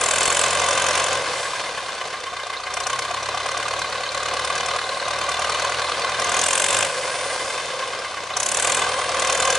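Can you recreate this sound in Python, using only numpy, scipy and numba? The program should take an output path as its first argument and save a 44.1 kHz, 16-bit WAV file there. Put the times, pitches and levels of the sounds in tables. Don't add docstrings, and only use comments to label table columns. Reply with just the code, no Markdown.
import sys
import numpy as np
from scipy import signal
from scipy.fft import rfft, irfft
from scipy.io import wavfile
from scipy.ndimage import uniform_filter1d, map_coordinates
from numba import njit

SR = 44100
rng = np.random.default_rng(int(sys.argv[2]) if len(sys.argv) > 2 else 0)


def store_wav(level_fs):
    pcm = np.round(np.clip(np.atleast_2d(level_fs), -1, 1) * 32767)
    wavfile.write(sys.argv[1], SR, pcm.T.astype(np.int16))


N = 422478
TIME = np.arange(N) / SR
PART_FUEL = 0.35

# knock in dB, flame ring in dB.
CYLINDERS = [(-7.5, -5.5), (4.5, 6.5), (9.5, 3.5), (5.5, 2)]
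# centre in Hz, width in Hz, boost in dB.
BODY = [(493, 80, 5.5), (579, 75, 4), (736, 145, 3.5), (1045, 168, 11.5), (1153, 220, 7.5),
        (1330, 46, -0.5), (1554, 324, 12.5), (2056, 195, 8.5), (2545, 550, 7), (3093, 140, 5.5),
        (3200, 110, 0.5), (3554, 98, 8)]
# centre in Hz, width in Hz, then level in dB for each of the four cylinders.
PANEL_MODES = [(3840, 160, -2, -22, -9, -12), (4050, 78, -5, -12, -11, -5), (4380, 81, -21, -15, -1, -15),
               (4460, 190, -16, -17, -15, -19)]


def undb(db):
    return 10 ** (np.asarray(db) / 20)


def follow(table, control):
    key, *columns = np.transpose(table)
    return [np.interp(control, key, c) for c in columns]


def curve(table):
    return follow(table, TIME)


def unit(x):
    return x / np.sqrt(np.mean(x ** 2))


def walk(rate_hz):
    k = int(SR / rate_hz)
    steps = np.repeat(rng.standard_normal(N // k + 1), k)
    smooth = uniform_filter1d(uniform_filter1d(steps, k), k)
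    return unit(smooth[:N])


def lag(x, lag_s):
    keep = np.exp(-1 / (lag_s * SR))
    return x[0] + signal.lfilter([1 - keep], [1, -keep], x - x[0])


def colour(x, spectrum, modes=(), size=4096):
    f = np.maximum(np.arange(size // 2 + 1) * SR / size, 1)
    hz, db = np.transpose(spectrum)
    gain_db = np.interp(np.log(f), np.log(hz), db)
    gain_db = gain_db + sum(d / (1 + (2 * (f - c) / w) ** 2) for c, w, d in modes)
    cepstrum = irfft(np.log(undb(gain_db)))[:size // 2]
    cepstrum[1:] *= 2
    response = irfft(np.exp(rfft(cepstrum, size)))
    return signal.oaconvolve(np.atleast_2d(x), response[None], axes=1)[:, :N]


@njit
def resonator(x, hz, width_hz):
    y, band, low = np.empty(len(x)), 0., 0.
    for i in range(len(x)):
        g, k = np.tan(np.pi * hz[i] / SR), width_hz / hz[i]
        v = (band + g * (x[i] - low)) / (1 + g * (g + k))
        band, low, y[i] = 2 * v - band, low + 2 * g * v, k * v
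    return y


def impacts(spread_db, size=16):
    force = np.repeat(undb(spread_db * rng.standard_normal(N // size + 1)), size)[:N]
    return unit(force * rng.standard_normal((2, N)))


def bursts(times_s, sizes, rise_s, decay_s):
    kicks = np.zeros(N)
    np.add.at(kicks, np.clip((times_s * SR).astype(int), 0, N - 1), sizes)
    t = np.arange(-SR // 20, SR // 20 + 1) / SR
    shape = np.exp(-np.abs(t / np.where(t < 0, rise_s, decay_s)) ** 1.5)
    return unit(signal.oaconvolve(kicks, shape, mode="same"))


def governor(rate, load):
    spin_up_hz_per_s, fuel_lag_s = 41.9, 0.027
    acceleration = np.gradient(rate) * SR
    return lag(np.clip(load + acceleration / spin_up_hz_per_s, 0, 1), fuel_lag_s)


def light_fuel(fuel):
    return np.clip((.9 - fuel) / .62, 0, 1.2)


def firings(strokes):
    at = np.flatnonzero(np.diff(np.floor(strokes)) > 0)
    return at, np.floor(strokes[at + 1]).astype(int) % len(CYLINDERS)


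def accents_db(at):
    # time in seconds, offset in dB.
    hard_firings = [(.113, 3), (.188, 0.5), (.258, 1), (.957, -0.5), (1.156, 0.5), (2.87, 3.5), (2.995, 6),
                    (3.464, 1), (5.824, 3), (6.419, 1), (6.624, 0.5), (6.812, 3.5), (8.372, 1.5),
                    (9.3, 1.5), (9.502, 0)]
    extra = np.zeros(len(at))
    for s, db in hard_firings:
        extra[np.argmin(np.abs(at / SR - s))] += db
    return extra


def chamber_hz(fuel):
    cool_hz, hot_hz, heat_lag_s, heat_power = 5720, 8070, 0.065, 3
    heat = np.clip(lag(fuel, heat_lag_s), 0, 1) ** heat_power
    return cool_hz + (hot_hz - cool_hz) * heat


def combustion(strokes, rate, fuel, knock_db, ring_db):
    # frequency in Hz, gain in dB.
    knock_spectrum, ring_spectrum, bark_spectrum = [(100, -49), (300, -15.5), (550, 2.5), (900, 1.5),
                                                    (1350, 2), (2500, -4), (3600, -1), (4800, -0.5),
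                                                    (7000, -22.5), (11000, -24)], [(1000, -40), (2500, -35), (3500, -3),
                                                                   (4900, -7.5), (6200, 2.5), (8800, 2),
                                                                   (10000, 0), (11000, -10.5)], [(300, -11), (600, 9.5),
                                                                                 (900, 1), (1200, -6.5),
                                                                                 (1550, 13), (1900, 2.5),
                                                                                 (2600, 9.5), (3600, 4.5),
                                                                                 (4500, -12), (5500, -1),
                                                                                 (7000, -35)]
    at, cylinder = firings(strokes)
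    knock_chance, time_chance, ring_chance, pitch_chance = rng.standard_normal((len(at), 4)).T
    light = light_fuel(fuel[at])
    knock_bias_db, ring_bias_db = light * np.array(CYLINDERS)[cylinder].T + accents_db(at)
    scatter_db = .4 + 1.3 * light
    times_s = at / SR + 0.00088 * time_chance - .0028

    knock_sizes = undb(knock_bias_db + scatter_db * knock_chance)
    blows = bursts(times_s, knock_sizes, rise_s=.003, decay_s=.0062)
    knock = unit(colour(blows * impacts(spread_db=4.0), knock_spectrum, BODY))

    flame_sizes = undb(ring_bias_db + scatter_db * ring_chance)
    flames = bursts(times_s, flame_sizes, rise_s=0.0022, decay_s=0.0057)
    stroke = strokes + .25
    own_pitch = np.exp(0.066 * pitch_chance)[np.clip(stroke.astype(int), 0, len(at) - 1)]
    hz = chamber_hz(fuel) * own_pitch * (1.04 - .2 * (stroke % 1))
    gas_tone = np.array([resonator(gas, hz, 600.0) for gas in impacts(spread_db=1)])
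    tone = unit(flames * gas_tone)
    ring = unit(colour(flames * impacts(spread_db=0.5), ring_spectrum))
    bark_db = -2 + 0.59 * (rate - 40.5)
    bark = undb(bark_db) * unit(colour(flames * impacts(spread_db=2.0), bark_spectrum))
    shrill = undb(-0.5) * tone + ring + bark
    return undb(knock_db) * knock + undb(ring_db) * shrill


def clatter(strokes, clatter_db, count=24):
    # frequency in Hz, gain in dB.
    clatter_spectrum = [(25, -19), (50, -14), (140, -6), (250, -9), (420, 0.5), (600, 3), (900, -1.5),
                        (1100, -7), (1350, -7), (2500, -6), (4200, -2.5), (6000, -7), (9300, -16.5),
                        (11000, -25)]
    surge_db, patchy_db = 0.35, 0.26
    angles, force = rng.random(count), undb(2 * rng.standard_normal(count))
    cycle = strokes / len(CYLINDERS)
    cycle_starts = np.arange(int(cycle[-1]) + 1)[:, None]
    taps = (cycle_starts + (np.arange(count) + angles) / count).ravel()
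    sizes = np.resize(force, len(taps)) * undb(3.9 * rng.standard_normal(len(taps)))
    sizes = sizes * (taps < cycle[-1])
    tapping = bursts(np.interp(taps, cycle, TIME), sizes, rise_s=0.0011, decay_s=0.0062)
    surge = undb(surge_db * np.cos(2 * np.pi * strokes))
    push = surge * np.sqrt(1 + .8 * tapping ** 2) * impacts(spread_db=1.5)
    rattle = unit(colour(push, clatter_spectrum, BODY))
    boom = signal.sosfiltfilt(signal.butter(2, 1300, fs=SR, output="sos"), rattle)
    return undb(clatter_db) * (rattle + (undb(patchy_db * walk(30)) - 1) * boom)


def exhaust(strokes, rate, fuel, exhaust_db):
    # multiple of the firing rate, level in dB coasting, under part fuel, under heavy fuel.
    harmonics = [(1, -11, -19, -16), (2, -2, 1, .5), (3, 0, 2.5, -7), (4, -17, -.5, -3), (6, -13, -15, -2)]
    # frequency in Hz, gain in dB.
    pipe = [(30, -26), (45, -2), (60, -4), (85, 1), (98, -2.5), (110, -1.5), (120, -5.5), (131, 0.5),
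            (155, -6.5), (195, -6.5), (245, -5.5), (300, -14)]
    heavy_fuel, db_per_hz, cruise_hz = 0.53, 0.36, 40.1
    tones = 0
    for k, *levels_db in harmonics:
        db = np.interp(fuel, [0, PART_FUEL, heavy_fuel], levels_db)
        db = db + follow(pipe, k * rate)[0] + walk(10)
        tones = tones + undb(db) * np.sin(2 * np.pi * (k * strokes + rng.random()))
    return undb(exhaust_db + db_per_hz * (rate - cruise_hz)) * tones


def gearbox():
    # time in seconds, pitch in Hz, level in dB.
    howl = [(0, 574, -39), (.6, 576, -31.5), (1.2, 520, -34), (1.6, 524, -50), (2.3, 525, -67),
            (3.5, 543, -42), (4.5, 544, -38.5), (5.8, 574, -38.5), (6.4, 540, -43), (6.85, 530, -31),
            (7.2, 526, -35.5), (7.8, 527, -34), (8.3, 530, -49), (8.8, 510, -38.5), (9.15, 533, -35.5),
            (9.58, 525, -28)]
    hz, db = curve(howl)
    once = resonator(rng.standard_normal(N), hz, 80.0)
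    return undb(db) * unit(resonator(once, hz, 80.0))


def wavering(hz, wobble):
    return np.sqrt(2) * np.sin(2 * np.pi * np.cumsum(hz * (1 + wobble * walk(150))) / SR)


def whine():
    # time in seconds, level in dB.
    loudness = [(0, -41), (1.4, -51), (2.3, -60), (4.5, -61), (4.85, -51), (5.2, -56), (5.7, -50),
                (6.8, -46), (7.3, -42), (7.6, -51), (8.1, -56), (8.5, -69), (8.8, -46), (9.05, -41),
                (9.58, -49)]
    # frequency in Hz, relative level in dB.
    thin_tones = [(9275, 0), (7806, -7)]
    # centre time in seconds, frequency in Hz, 1/e half-length in seconds, level in dB.
    squeak_rows = [(0.288, 4320, 0.039, -33), (1.45, 7806, 0.061, -43), (1.98, 1500, .035, -38),
                   (5.6, 4410, 0.15, -41)]
    singing, squeaks = 0, 0
    for hz, db in thin_tones:
        fitful = unit(undb(2.5 * walk(18)))
        singing = singing + undb(db) * fitful * wavering(hz, wobble=.0045)
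    for s, hz, length_s, db in squeak_rows:
        swell = np.exp(-((TIME - s) / length_s) ** 2)
        squeaks = squeaks + undb(db) * swell * wavering(hz, wobble=0.00564)
    return undb(curve(loudness)[0]) * singing + squeaks


def clank(strokes, fuel, modes, lead_s=0, force_db=1.65, patchy_db=1.55):
    cylinder_leads_s = [.0072, .0108, .0072, .006]
    rebound_s = (.002, .007)
    drift, rebound_db = .019, -6
    at, cylinder = firings(strokes)
    light, force = light_fuel(fuel[at]), force_db * rng.standard_normal(len(at))
    struck = at - SR * (lead_s + np.array(cylinder_leads_s)[cylinder])
    rebounds = struck + SR * rng.uniform(*rebound_s, len(at))
    ringing = 0
    for hz, width_hz, *levels_db in modes:
        even_db = np.mean(levels_db)
        size_db = even_db + light * (np.array(levels_db)[cylinder] - even_db)
        sizes = undb(size_db + force + patchy_db * rng.standard_normal(len(at)))
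        kicks, centre_hz = np.zeros(N), hz * (1 + drift * walk(25))
        kicks[np.clip(struck.astype(int), 0, N - 1)] = sizes
        kicks[np.clip(rebounds.astype(int), 0, N - 1)] = sizes * undb(rebound_db)
        once = resonator(kicks, centre_hz, 1. * width_hz)
        mode = unit(resonator(once, centre_hz, 1. * width_hz))
        ringing = ringing + np.sqrt(np.mean(sizes ** 2)) * mode
    return ringing


def piston_slap(strokes, slap_db, count=4):
    # centre in Hz, width in Hz, level in dB.
    wall = [(670, 160, -1), (1079, 21, 13), (1180, 21, 1), (1615, 99, 7.5), (2070, 53, 5), (2980, 97, -5.5)]
    lead_s, patchy_db = 0.005, 3.0
    times_s = TIME[np.flatnonzero(np.diff(np.floor((strokes + 1) / count)) > 0)]
    ringing = 0
    for hz, width_hz, db in wall:
        sizes = undb(patchy_db * rng.uniform(-0.79, 1, len(times_s)))
        push = bursts(times_s - lead_s, sizes, rise_s=0.0099, decay_s=0.021)
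        mode = resonator(push * rng.standard_normal(N), np.full(N, 1. * hz), 1. * width_hz)
        ringing = ringing + undb(db) * unit(mode)
    return undb(slap_db) * unit(colour(ringing, [(300, 4.4), (650, 8.0), (3200, 18.0), (6000, 21.8)])[0])


def panel(strokes, fuel):
    # time in seconds, mean level in dB.
    loudness = [(1.9, -49.5), (3.2, -40.5), (6, -38), (6.4, -45), (7, -62), (8.3, -60), (8.8, -44)]
    buzz_db, flutter_db = -2, 0.5
    at, cylinder = firings(strokes)
    sizes = undb(np.array(PANEL_MODES)[:, 2:].mean(axis=0))[cylinder]
    shaking = bursts(at / SR - .002, sizes, rise_s=0.0077, decay_s=0.012)
    chatter_spectrum = [(3000, -43), (3900, 5), (4400, 7), (5200, -40)]
    buzz = unit(colour(shaking * impacts(spread_db=6.0), chatter_spectrum)[0])
    ringing = clank(strokes, fuel, PANEL_MODES, lead_s=-.001, force_db=1.5, patchy_db=.8)
    return undb(curve(loudness)[0] + flutter_db * walk(18)) * (ringing + undb(buzz_db) * buzz)


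def twigs():
    # start in seconds, envelope level in dB before colouring.
    snaps = [(.282, -5), (0.687, -10), (7.395, -17), (7.447, -8)]
    decay_s = 0.00055
    cracks = sum(undb(db) * (TIME >= s) * np.exp(-np.abs(TIME - s) / decay_s) for s, db in snaps)
    return colour(cracks * rng.standard_normal(N), [(500, -2.0), (2500, -3), (9000, -12.0)])[0]


def sizzle(fuel, sizzle_db):
    slack = np.clip(1 - fuel / PART_FUEL, 0, 1)
    spectrum = [(2000, -36), (4500, 3.5), (6500, 3), (9500, 1.5), (11000, -8.5)]
    return slack * undb(sizzle_db) * unit(colour(impacts(spread_db=3), spectrum))


def strikes(blows, modes, lead_s):
    out, t = np.zeros(N + SR), TIME[:SR // 10]
    for s, db in blows:
        ring = 0
        chances = rng.standard_normal((len(modes), 3))
        for (hz, width_hz, *levels_db), (force, detune, phase) in zip(modes, chances):
            age = np.pi * width_hz * t
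            tone = np.sin(2 * np.pi * (hz * (1 + .012 * detune) * t + phase))
            ring = ring + undb(np.mean(levels_db) + force) * age * np.exp(-age) * tone
        start = int((s - lead_s) * SR)
        out[start:start + len(t)] += undb(db) * ring / np.abs(ring).max()
    return out[:N]


def reflected(x):
    bounce_s, sway, bounce_db = .00235, .08, -8
    place = (TIME - bounce_s * (1 + sway * walk(1.5))) * SR
    treble = signal.sosfilt(signal.butter(2, 3500, "high", fs=SR, output="sos"), x)
    return x + undb(bounce_db) * np.array([map_coordinates(v, [place], order=3) for v in treble])


def forest(x):
    t60_s, echo_db, t = .5, -19, TIME[:SR]
    tail = rng.standard_normal((2, SR)) * np.exp(-np.log(1000) * t / t60_s) * (t > .012)
    tail /= np.sqrt(np.sum(tail ** 2, axis=1, keepdims=True))
    bright = colour(x, [(100, -9), (1500, -19), (9000, 13.0)])
    return undb(echo_db) * signal.oaconvolve(bright, tail, axes=1)[:, :N]


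def scene():
    # time in seconds, firings per second.
    speed = [(0.0, 39.88), (0.413, 44.17), (1.174, 45.46), (1.496, 38.92), (2.177, 30.67), (2.682, 29.25),
             (2.956, 32.69), (3.836, 37.3), (4.102, 35.73), (4.755, 38.78), (5.039, 37.01), (5.658, 40.5),
             (6.169, 39.68), (6.43, 42.05), (6.858, 50.76), (7.196, 43.17), (7.599, 38.46), (8.337, 30.02),
             (8.658, 40.53), (8.765, 41.69), (9.139, 38.62), (9.58, 39.96)]
    # time in seconds, share of full fuel needed to hold the speed.
    drag = [(0, 0.64), (.95, 0.65), (1.25, 0.37), (2.1, 0.16), (3.2, 0.22), (3.8, 0.22), (3.97, 0.34),
            (4.15, 0.27), (4.7, 0.31), (4.9, 0.23), (5.1, 0.27), (6.29, 0.4), (6.43, 0.82), (6.9, 0.029),
            (8.35, 0.38), (8.8, 0.72), (8.95, 0.5), (9.3, 0.66), (9.58, 0.67)]
    by_fuel = [(0, -44, -42.5, -53, -35, -53, -0.5), (.1, -39.5, -38.5, -52.5, -36.5, -52, -1.5),
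               (.4, -32.5, -32.5, -40, -38.5, -46, -0.03), (.78, -26.5, -28, -26.5, -35, -44.5, 1.5),
               (1, -33.5, -36, -24.5, -43, -48, -0.5)]
    by_speed = [(28.1, -33, -56, -1), (35.5, -30, -48, 0), (40.15, -28.5, -35.5, 1), (46.2, -27.5, -42, -2),
                (46, -28, -36.5, -5)]
    # centre in Hz, width in Hz, then level in dB per cylinder in firing order.
    clank_modes = [(575, 79, -15, -13, -17, -21), (726, 75, -8.5, -0.5, -7.5, -11),
                   (1070, 73, -4.5, -4.5, -4.5, -1), (1173.5, 66, -3, 0.5, -1.5, -11),
                   (1446, 46, -11.5, -9, -17, -19.5), (1555, 88, -10, -15.5, -28, -7),
                   (2020, 76, -12.5, -15.5, -6, -10), (2444, 84, -19, -9, -7, -10),
                   (3002, 140, -24, -12, -11, -5.5), (3600, 63, -15, -29, -10, -10)]
    # time in seconds, peak in dB ahead of panning.
    hard_clanks, clinks = [(2.019, -19), (2.143, -22), (2.506, -25), (2.544, -25), (2.674, -19),
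                           (3.407, -20), (3.461, -22), (3.574, -15), (3.686, -23), (4.152, -17),
                           (4.505, -12), (4.765, -21), (4.975, -16.5), (5.083, -21), (6.351, -23),
                           (6.751, -17), (8.312, -17), (8.654, -13), (8.702, -14), (8.851, -21),
                           (9.154, -18)], [(2.436, -27), (2.572, -25), (2.84, -24), (3.82, -24),
                                                (8.339, -23), (9.429, -22)]
    # frequency in Hz, gain in dB.
    width = [(30, -13), (60, -24), (130, -22), (250, -20), (600, -19), (1060, -17.5), (1900, -10),
             (3400, -11), (6000, -6.5), (10600, -11)]
    first_stroke, clatter_load_db = -.634, 5
    side_lag_s = 0.00307

    rate, load = curve(speed)[0], curve(drag)[0]
    strokes, fuel = first_stroke + np.cumsum(rate) / SR, governor(rate, load)
    knock_db, clank_db, ring_db, slap_db, exhaust_db, taut_db = follow(by_fuel, fuel)
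    clatter_db, sizzle_db, racing_db = follow(by_speed, rate)

    engine = combustion(strokes, rate, fuel, knock_db + racing_db, ring_db)
    engine = engine + clatter(strokes, clatter_db + taut_db + clatter_load_db * load)
    mid, side = reflected(engine + sizzle(fuel, sizzle_db))

    metal = undb(clank_db + racing_db) * clank(strokes, fuel, clank_modes) + panel(strokes, fuel)
    metal = metal + strikes(hard_clanks, clank_modes, lead_s=0.0066)
    metal = metal + strikes(clinks, PANEL_MODES, lead_s=.003)
    mid, side = mid + metal, side + np.roll(metal, int(side_lag_s * SR))

    lean_left = colour(mid, [(2500, -32), (6000, -17)])[0]
    side = colour(side, width)[0] + lean_left
    mid = mid + piston_slap(strokes, slap_db) + exhaust(strokes, rate, fuel, exhaust_db)
    mid = mid + gearbox() + whine() + twigs()
    return np.array([mid + side, mid - side]) + forest(mid)


def record(dry):
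    ceiling, top_hz = 0.98, 11170
    rounded = dry / (1 + (dry / ceiling) ** 4) ** .25
    return signal.sosfilt(signal.ellip(8, .2, 45, top_hz, fs=SR, output="sos"), rounded)


dry = scene()
out = record(dry)
store_wav(out)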